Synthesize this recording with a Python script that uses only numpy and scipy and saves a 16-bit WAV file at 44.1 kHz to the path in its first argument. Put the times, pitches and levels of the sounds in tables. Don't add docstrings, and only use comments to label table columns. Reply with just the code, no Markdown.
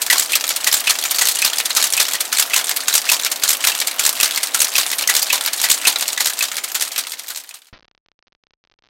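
import sys
import numpy as np
from scipy import signal
from scipy.fft import rfft, irfft, next_fast_len
from scipy.io import wavfile

SR = 44100
rng = np.random.default_rng(int(sys.argv[2]) if len(sys.argv) > 2 else 0)


def gain_from_db(level_db):
    decades = np.asarray(level_db, float) / 20
    return 10 ** decades


def bounce(signal):
    frames = np.transpose(np.atleast_2d(signal))
    limited = np.clip(frames, -1, 1)
    pcm = np.round(limited * 32767).astype(np.int16)
    wavfile.write(sys.argv[1], SR, pcm)


N = 392045
CUT_S = 7.728

# pitch_hz, level_db (per Hz)
WHIRR_COLOUR = [(30, -49.5), (200, -13.5), (288, -2), (350, -6.5), (700, 3), (1400, -3), (4400, -9),
                (15000, -12)]
# pitch_hz, level_db (per Hz)
STEEL_COLOUR = [(100, -31.5), (700, -9.5), (1800, -3.5), (3000, -2.5), (4300, 1), (5300, -2.5),
                (8900, -1.5), (11000, -8), (13500, -2.5), (16000, -27.5)]
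# case_seats_s, mould_slams_s, clamp_shuts_s, ejector_trips_s,
# case_travel (0 to 1)
CASTS = [(-.418, -.348, -.183, -.051, 1), (.129, .1959, .3564, .492, 1), (.672, .7404, .9069, 1.0391, 1),
         (1.2176, 1.2864, 1.4497, 1.5846, 1), (1.770, 1.8406, 2.0005, 2.135, 1),
         (2.3279, 2.398, 2.5634, 2.694, .05), (2.8832, 2.9534, 3.1186, 3.2482, .05),
         (3.4374, 3.5045, 3.6712, 3.8024, .05), (3.995, 4.0645, 4.2313, 4.361, .05),
         (4.547, 4.618, 4.7838, 4.916, .05), (5.0975, 5.1655, 5.3297, 5.462, 1),
         (5.6426, 5.714, 5.8713, 6.010, 1), (6.2056, 6.2711, 6.4256, 6.5685, 1),
         (6.754, 6.824, 6.9808, 7.121, 1), (7.3042, 7.3736, 7.5424, 7.6706, 1)]
# delay_ms (after the cam fires), level_db, closing_ms,
# chatter_ms, part_hz
CASE_SEATS = [
    (-.8, -4, .6, 3.6, 6800),
    (-.2, -10, .8, 4.0, 1500),
    (12.0, -17, 4.0, 9.0, 3300),
]
MOULD_SLAMS = [(-26.0, -8.5, .5, 1.8, 4250), (-12.5, -3, 2.6, 2.2, 7000), (0.01, -1.5, 1.6, 3.8, 8200),
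               (12.0, -12, 1.5, 4.0, 6500), (64.0, -11, .6, 2.4, 9500), (101.0, -18, 1.2, 4.0, 3000),
               (110.0, -20, 1.2, 3.0, 1900), (120.0, -20, 1.2, 3.0, 2200), (129.0, -17, .6, 2.0, 8100),
               (137.0, -5.5, 1.2, 2.8, 2580), (205.0, -19, .6, 1.8, 9500), (213.5, -13, .7, 2.4, 2900),
               (260.0, -16, .6, 1.8, 10000)]
CLAMP_SHUTS = [
    (0.01, -3.5, 2.6, 5.0, 6200),
    (1.0, -12, 1.5, 5.0, 1150),
    (14.0, -9.5, 3.5, 4.0, 3600),
    (27.0, -11.5, 4.0, 4.5, 4500),
]
EJECTOR_TRIPS = [
    (-51.5, -11, .5, 2.2, 3500),
    (-24.5, -14.5, .5, 2.0, 8900),
    (-13.0, -12.5, .5, 1.5, 3550),
    (-.5, -8, .4, 1.6, 5000),
    (-.3, -5.5, .4, 1.8, 12500),
    (16.0, -11.5, 7.0, 5.0, 2250),
    (71.5, -7.5, 3.0, 5.0, 9000),
    (79.0, -17, 3.0, 4.0, 2200),
]
RESTING_CLICKS = [
    (-80.0, -20, 1.0, 4.0, 3000),
    (-45.0, -18, 2.0, 5.0, 1500),
    (-31.0, -17, .6, 1.8, 9000),
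    (27.0, -4.5, .8, 2.6, 5600),
    (146.0, -2, 2.6, 1.5, 12000),
    (407.0, -14, .75, 3.0, 4300),
]
TRAVEL_THUDS = [
    (28.0, -11.5, 2.5, 6.0, 7500),
    (246.0, -12, .6, 2.4, 1300),
    (273.0, -14, .5, 1.8, 9500),
    (412.0, -19, 4.0, 10.0, 8000),
]
# start_s, level_db, part_hz
PIN_KNOCKS = [(.0654, -8, 7060), (.1012, -4, 4000), (.1583, -8.5, 1080), (.3208, -5, 9600),
              (.644, -3.5, 6500), (1.1619, -8.5, 7540), (1.2548, -4.5, 6420), (1.3568, -6.5, 8100),
              (1.3695, -11.5, 2880), (1.39, -7.5, 4400), (1.4192, -3, 12200), (1.7058, -8.5, 2040),
              (1.751, -7.5, 7340), (1.925, -5, 8910), (1.9364, -2.5, 5400), (1.968, -8, 8750),
              (5.011, -11, 1270), (5.0755, -2.5, 6240), (5.2224, -3.5, 9000), (5.2286, -5.5, 4740),
              (5.6162, -5, 6600), (5.6302, -5.5, 14300), (6.131, -9.5, 3810), (6.1774, -8, 1730),
              (6.3905, -5, 7900), (6.7186, -8.5, 6680), (6.7465, -5, 7450), (6.8784, -9, 8800),
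              (7.272, -9.5, 7540), (7.492, -1.5, 8900)]
# start_s, level_db, chatter_ms, part_hz
JAW_GRINDS = [(.1082, -7, 6.3, 9600), (.872, -8, 3.5, 2540), (.8962, -8, 7.4, 4350), (1.147, -15, 8, 4480),
              (1.186, -9, 3, 4480), (1.192, -11, 11, 6500), (1.8, -13, 9, 2300), (2.016, -11, 4.7, 5120),
              (5.0232, -13.5, 5, 4050), (5.601, -11, 2.2, 4000), (5.8784, -4, 4.7, 4300),
              (6.9196, -8.5, 3, 7000), (6.9875, -7.5, 9, 9350), (7.284, -8, 6.7, 6550)]
# start_s, level_db
CASE_STRIKES = [
    (.101, -1),
    (.667, -7.5),
    (1.214, -9),
    (5.088, -5),
    (5.64, -7),
    (6.174, -11),
]
# start_s, level_db, pitch_hz
TYPE_DROPS = [
    (.505, -19, 7150),
    (1.056, -15, 7110),
    (1.06, -22, 11800),
    (1.192, -19, 7050),
    (4.932, -20, 9400),
    (4.948, -20, 11850),
    (6.586, -20, 7100),
]
# start_s, level_db
PUMP_STRIKES = [
    (3.117, -18.5),
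    (3.67, -26),
    (5.33, -22),
    (5.88, -26),
]
# time_s, level_db
FADE = [
    (5.9, -1),
    (6.5, -4.5),
    (7, -8),
    (7.4, -15.5),
    (7.68, -32),
    (7.728, -53),
]
STEPS_DOWN = [7.8827, 7.9134, 7.95, 7.9781, 8.0619, 8.0861, 8.1912, 8.226, 8.2705, 8.2744, 8.3504, 8.4378,
              8.4692, 8.5357, 8.5378, 8.6401, 8.6508, 8.6737, 8.7191, 8.7216, 8.7399, 8.7891, 8.7913,
              8.8235, 8.8386, 8.8411, 8.8493, 8.8582, 8.8722, 8.8883]
STEPS_UP = [7.8808, 8.117, 8.2263, 8.2812, 8.3228, 8.328, 8.508, 8.6993, 8.7148, 8.8407, 8.8667]

TRAVEL_CLOSING_MS, TRAVEL_CHATTER_MS, TRAVEL_DB = 4.0, 5.0, -2.5
CLAMP_REBOUNDS_FROM_S = 1.2
SPREAD_DB, SPREAD_MS, SPREAD_OCTAVES = .7, .5, .07
BRIGHT_DB, BRIGHT_PER_OCTAVE_DB, SOFT_DULL_DB = 1.0, 5.5, 3.0
LEAD_S = .016
LEVER_HZ, LEVER_WIDTH_HZ = 2600, 150


def rms_one(x):
    return x / np.sqrt(np.mean(x ** 2) + 1e-20)


def colour(x, points):
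    size = next_fast_len(N + 4096)
    hz, db = np.transpose(points)
    bins = np.log(np.fft.rfftfreq(4096, 1 / SR) + 1)
    log_gain = np.interp(bins, np.log(hz), db) * np.log(10) / 20
    cepstrum = irfft(log_gain)
    cepstrum[1:2048] *= 2
    cepstrum[2049:] = 0
    impulse = irfft(np.exp(rfft(cepstrum)))
    return irfft(rfft(x, size) * rfft(impulse, size), size)[:N]


def ring(x, hz, t60):
    r = gain_from_db(-60 / (t60 * SR))
    w = 2 * np.pi * min(hz, 19000) / SR
    return signal.lfilter([1 - r * r, 0, r * r - 1], [2, -4 * r * np.cos(w), 2 * r * r], x)


def add(track, sound, s):
    at = max(round(s * SR), 0)
    track[at:at + len(sound)] += sound[:N - at]


def gear_whirr():
    return gain_from_db(-33.3) * rms_one(colour(rng.standard_normal(N), WHIRR_COLOUR))


def cam_contacts():
    rows = []
    for seat_s, slam_s, clamp_s, trip_s, travel in CASTS:
        seat = [(ms, db + TRAVEL_DB * travel, closing + TRAVEL_CLOSING_MS * travel,
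                 chatter + TRAVEL_CHATTER_MS * travel, hz)
                for ms, db, closing, chatter, hz in CASE_SEATS]
        slam = [*MOULD_SLAMS, *(TRAVEL_THUDS if travel > .5 else RESTING_CLICKS)]
        clamp = CLAMP_SHUTS if clamp_s > CLAMP_REBOUNDS_FROM_S else CLAMP_SHUTS[:2]
        for s, table in ((seat_s, seat), (slam_s, slam), (clamp_s, clamp), (trip_s, EJECTOR_TRIPS)):
            rows += [(s + ms / 1000, *rest) for ms, *rest in table]
    rows = np.array(rows)
    stray = rng.standard_normal((len(rows), 3))
    not_lever = abs(rows[:, 4] - LEVER_HZ) > LEVER_WIDTH_HZ
    rows[:, 0] += stray[:, 0] * SPREAD_MS / 1000
    rows[:, 1] += stray[:, 1] * SPREAD_DB
    rows[:, 4] *= 2 ** (stray[:, 2] * SPREAD_OCTAVES * not_lever)
    return rows


def contact(closing_ms, chatter_ms, part_hz, bright_db, part_db, draw):
    ms = np.arange(len(draw)) / SR * 1000 - 1000 * LEAD_S
    swell, settle = ms / max(closing_ms, .05), -ms / max(chatter_ms, .3)
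    envelope = np.exp(np.where(ms < 0, swell, settle))
    envelope *= np.minimum(1 + ms / 16, 1)
    bounces = gain_from_db(4.5 * np.repeat(draw[::50, 1], 50) * (abs(ms) > 1))
    force = envelope * bounces * draw[:, 0]

    low = signal.lfilter([.45], [1, -.55], force)
    crack = low * gain_from_db(-.7 * bright_db) + (force - low) * gain_from_db(0.35 * bright_db)

    lever = abs(part_hz - LEVER_HZ) < LEVER_WIDTH_HZ
    part = gain_from_db(part_db + 13.0 * lever) * ring(force, part_hz, (69.0 + 15 * lever) / part_hz)
    part = part * (5500 / part_hz) ** 0.78
    for ratio in gain_from_db(6 + 3 * draw[:2, 1]):
        overtone_hz = part_hz * ratio
        part = part + gain_from_db(part_db - 2.5) * ring(force, overtone_hz, 80.0 / overtone_hz)
    both = crack + part
    return both / np.sqrt(np.mean(both ** 2) / np.mean(envelope ** 2))


def clatter():
    knocks = [(s - .0005, db, .4, 2.2, hz) for s, db, hz in PIN_KNOCKS]
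    grinds = [(s, db, .55 * ms, ms, hz) for s, db, ms, hz in JAW_GRINDS]
    rows = [*cam_contacts(), *knocks, *grinds]
    draws = rng.standard_normal((len(rows), 2800, 2))
    out = np.zeros(N)
    for (s, db, closing, chatter, hz), draw in zip(rows, draws):
        bright = BRIGHT_DB + BRIGHT_PER_OCTAVE_DB * np.log2(hz / 5500)
        bright -= SOFT_DULL_DB * np.log2(max(closing, 2.5) / 2.5)
        part_db = 6.0 + 5.5 * np.exp(-closing / 1.5)
        if LEAD_S < s < CUT_S:
            blow = contact(closing, chatter, hz, bright, part_db, draw)
            add(out, gain_from_db(db - 1.3) * blow, s - LEAD_S)
    return out


def loose_parts(hits, per_s, level_db):
    shaken = signal.lfilter([1], [1, -np.exp(-1 / (0.06 * SR))], hits ** 2)
    sizes = gain_from_db(5.0 * np.minimum(rng.exponential(1, N), 2.3))
    sizes = sizes * (rng.random(N) < per_s / SR)
    dealt = rng.integers(0, 10, N)
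    white = rng.standard_normal(N)
    out = 0
    for k, hz in enumerate(np.geomspace(1300, 14000, 10)):
        taps = sizes * (dealt == k) + 1e-18
        puff = white * signal.lfilter([1], [1, -np.exp(-1 / (.0015 * SR))], taps)
        out = out + rms_one(ring(puff, hz, 9.0 / hz)) + .5 * rms_one(puff)
    return gain_from_db(level_db) * rms_one(out * (.1 + shaken / np.mean(shaken)) ** .3)


def frame_and_room(x, frame_s, frame_db, room_s, room_db, dulling):
    edges = np.geomspace(120, 16500, 16)
    white = rng.standard_normal((2, N))
    out = 0
    for k, (low, high) in enumerate(zip(edges, edges[1:])):
        band = signal.butter(2, [low, high], "band", fs=SR, output="sos")
        power = signal.sosfilt(band, x) ** 2
        energy = 0
        for t60, db in ((frame_s, frame_db), (room_s, room_db)):
            r = gain_from_db(-120 / (t60 * (low / 3000) ** -dulling * SR))
            energy = energy + gain_from_db(2 * db) * signal.lfilter([1 - r], [1, -r], power)
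        out = out + np.sqrt(np.maximum(energy, 0)) * rms_one(signal.sosfilt(band, white[k % 2]))
    return out


def pitched(strikes, hz, t60):
    s = np.arange(6000) / SR
    tone = gain_from_db(-60 * s / t60) * (1 - np.exp(-s / .001)) * np.sin(2 * np.pi * hz * s)
    out = np.zeros(N)
    for at, db in strikes:
        add(out, gain_from_db(db) * tone, at)
        add(out, gain_from_db(db - 9) * tone, at + .021)
    return out


def case_rings():
    return pitched(CASE_STRIKES, hz=1965, t60=.05)


def bed_thumps():
    slams = [(cast[1], -49) for cast in CASTS[1:]]
    clamps = [(cast[2], -44) for cast in CASTS[1:]]
    return pitched(slams + clamps, hz=80, t60=.06)


def type_drops():
    return sum(pitched([(s, db)], hz, t60=.07) for s, db, hz in TYPE_DROPS)


def pump_rings():
    return pitched(PUMP_STRIKES, hz=990, t60=.12)


def idle_track():
    s = np.arange(N) / SR - CUT_S
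    slots = rng.random(N // 4 + 1)
    chance = (np.exp(-s / .008) + .05 * np.exp(-s / .09)) * (s > 0) * (s < .128)
    low = np.repeat(slots, 4)[:N] < chance
    steps = low / -4.0
    steps[np.round(np.array(STEPS_DOWN) * SR).astype(int) - 3] = -1
    steps[np.round(np.array(STEPS_UP) * SR).astype(int) - 3] = 1
    smooth = np.convolve(steps, 4 * signal.firwin(31, 5400, fs=SR))[12:N + 12]
    gain = gain_from_db(-40.5 + 7.7 * np.exp(-np.maximum(s, 0) / 0.38))
    return signal.sosfilt(signal.butter(2, 22, "high", fs=SR, output="sos"), gain * smooth)


def scene():
    whirr = gear_whirr()
    hits = clatter()
    steel = colour(hits + loose_parts(hits, per_s=300, level_db=-31), STEEL_COLOUR)
    steel *= np.std(hits) / np.std(steel)
    steel += case_rings() + bed_thumps() + type_drops() + pump_rings()
    echoes = frame_and_room(steel, frame_s=0.095, frame_db=-4.2, room_s=0.5, room_db=-17.5, dulling=0.27)
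    return (steel + echoes + whirr)[None]


def low_pass(x):
    return signal.sosfilt(signal.butter(12, 16440, fs=SR, output="sos"), x)


def record(dry):
    x = signal.sosfilt(signal.ellip(10, .5, 70, 15900, fs=SR, output="sos"), dry)
    low_band = signal.butter(2, [25, 160], "band", fs=SR, output="sos")
    thump = signal.sosfilt(low_band, x ** 2)
    s = np.arange(N) / SR
    fade = gain_from_db(np.interp(s, *np.transpose(FADE))) * (np.arange(N) < CUT_S * SR)
    machine = np.clip((x + gain_from_db(-36) * thump) * fade, -1, 1)
    return low_pass(machine + idle_track())


dry = scene()
out = record(dry)
bounce(out)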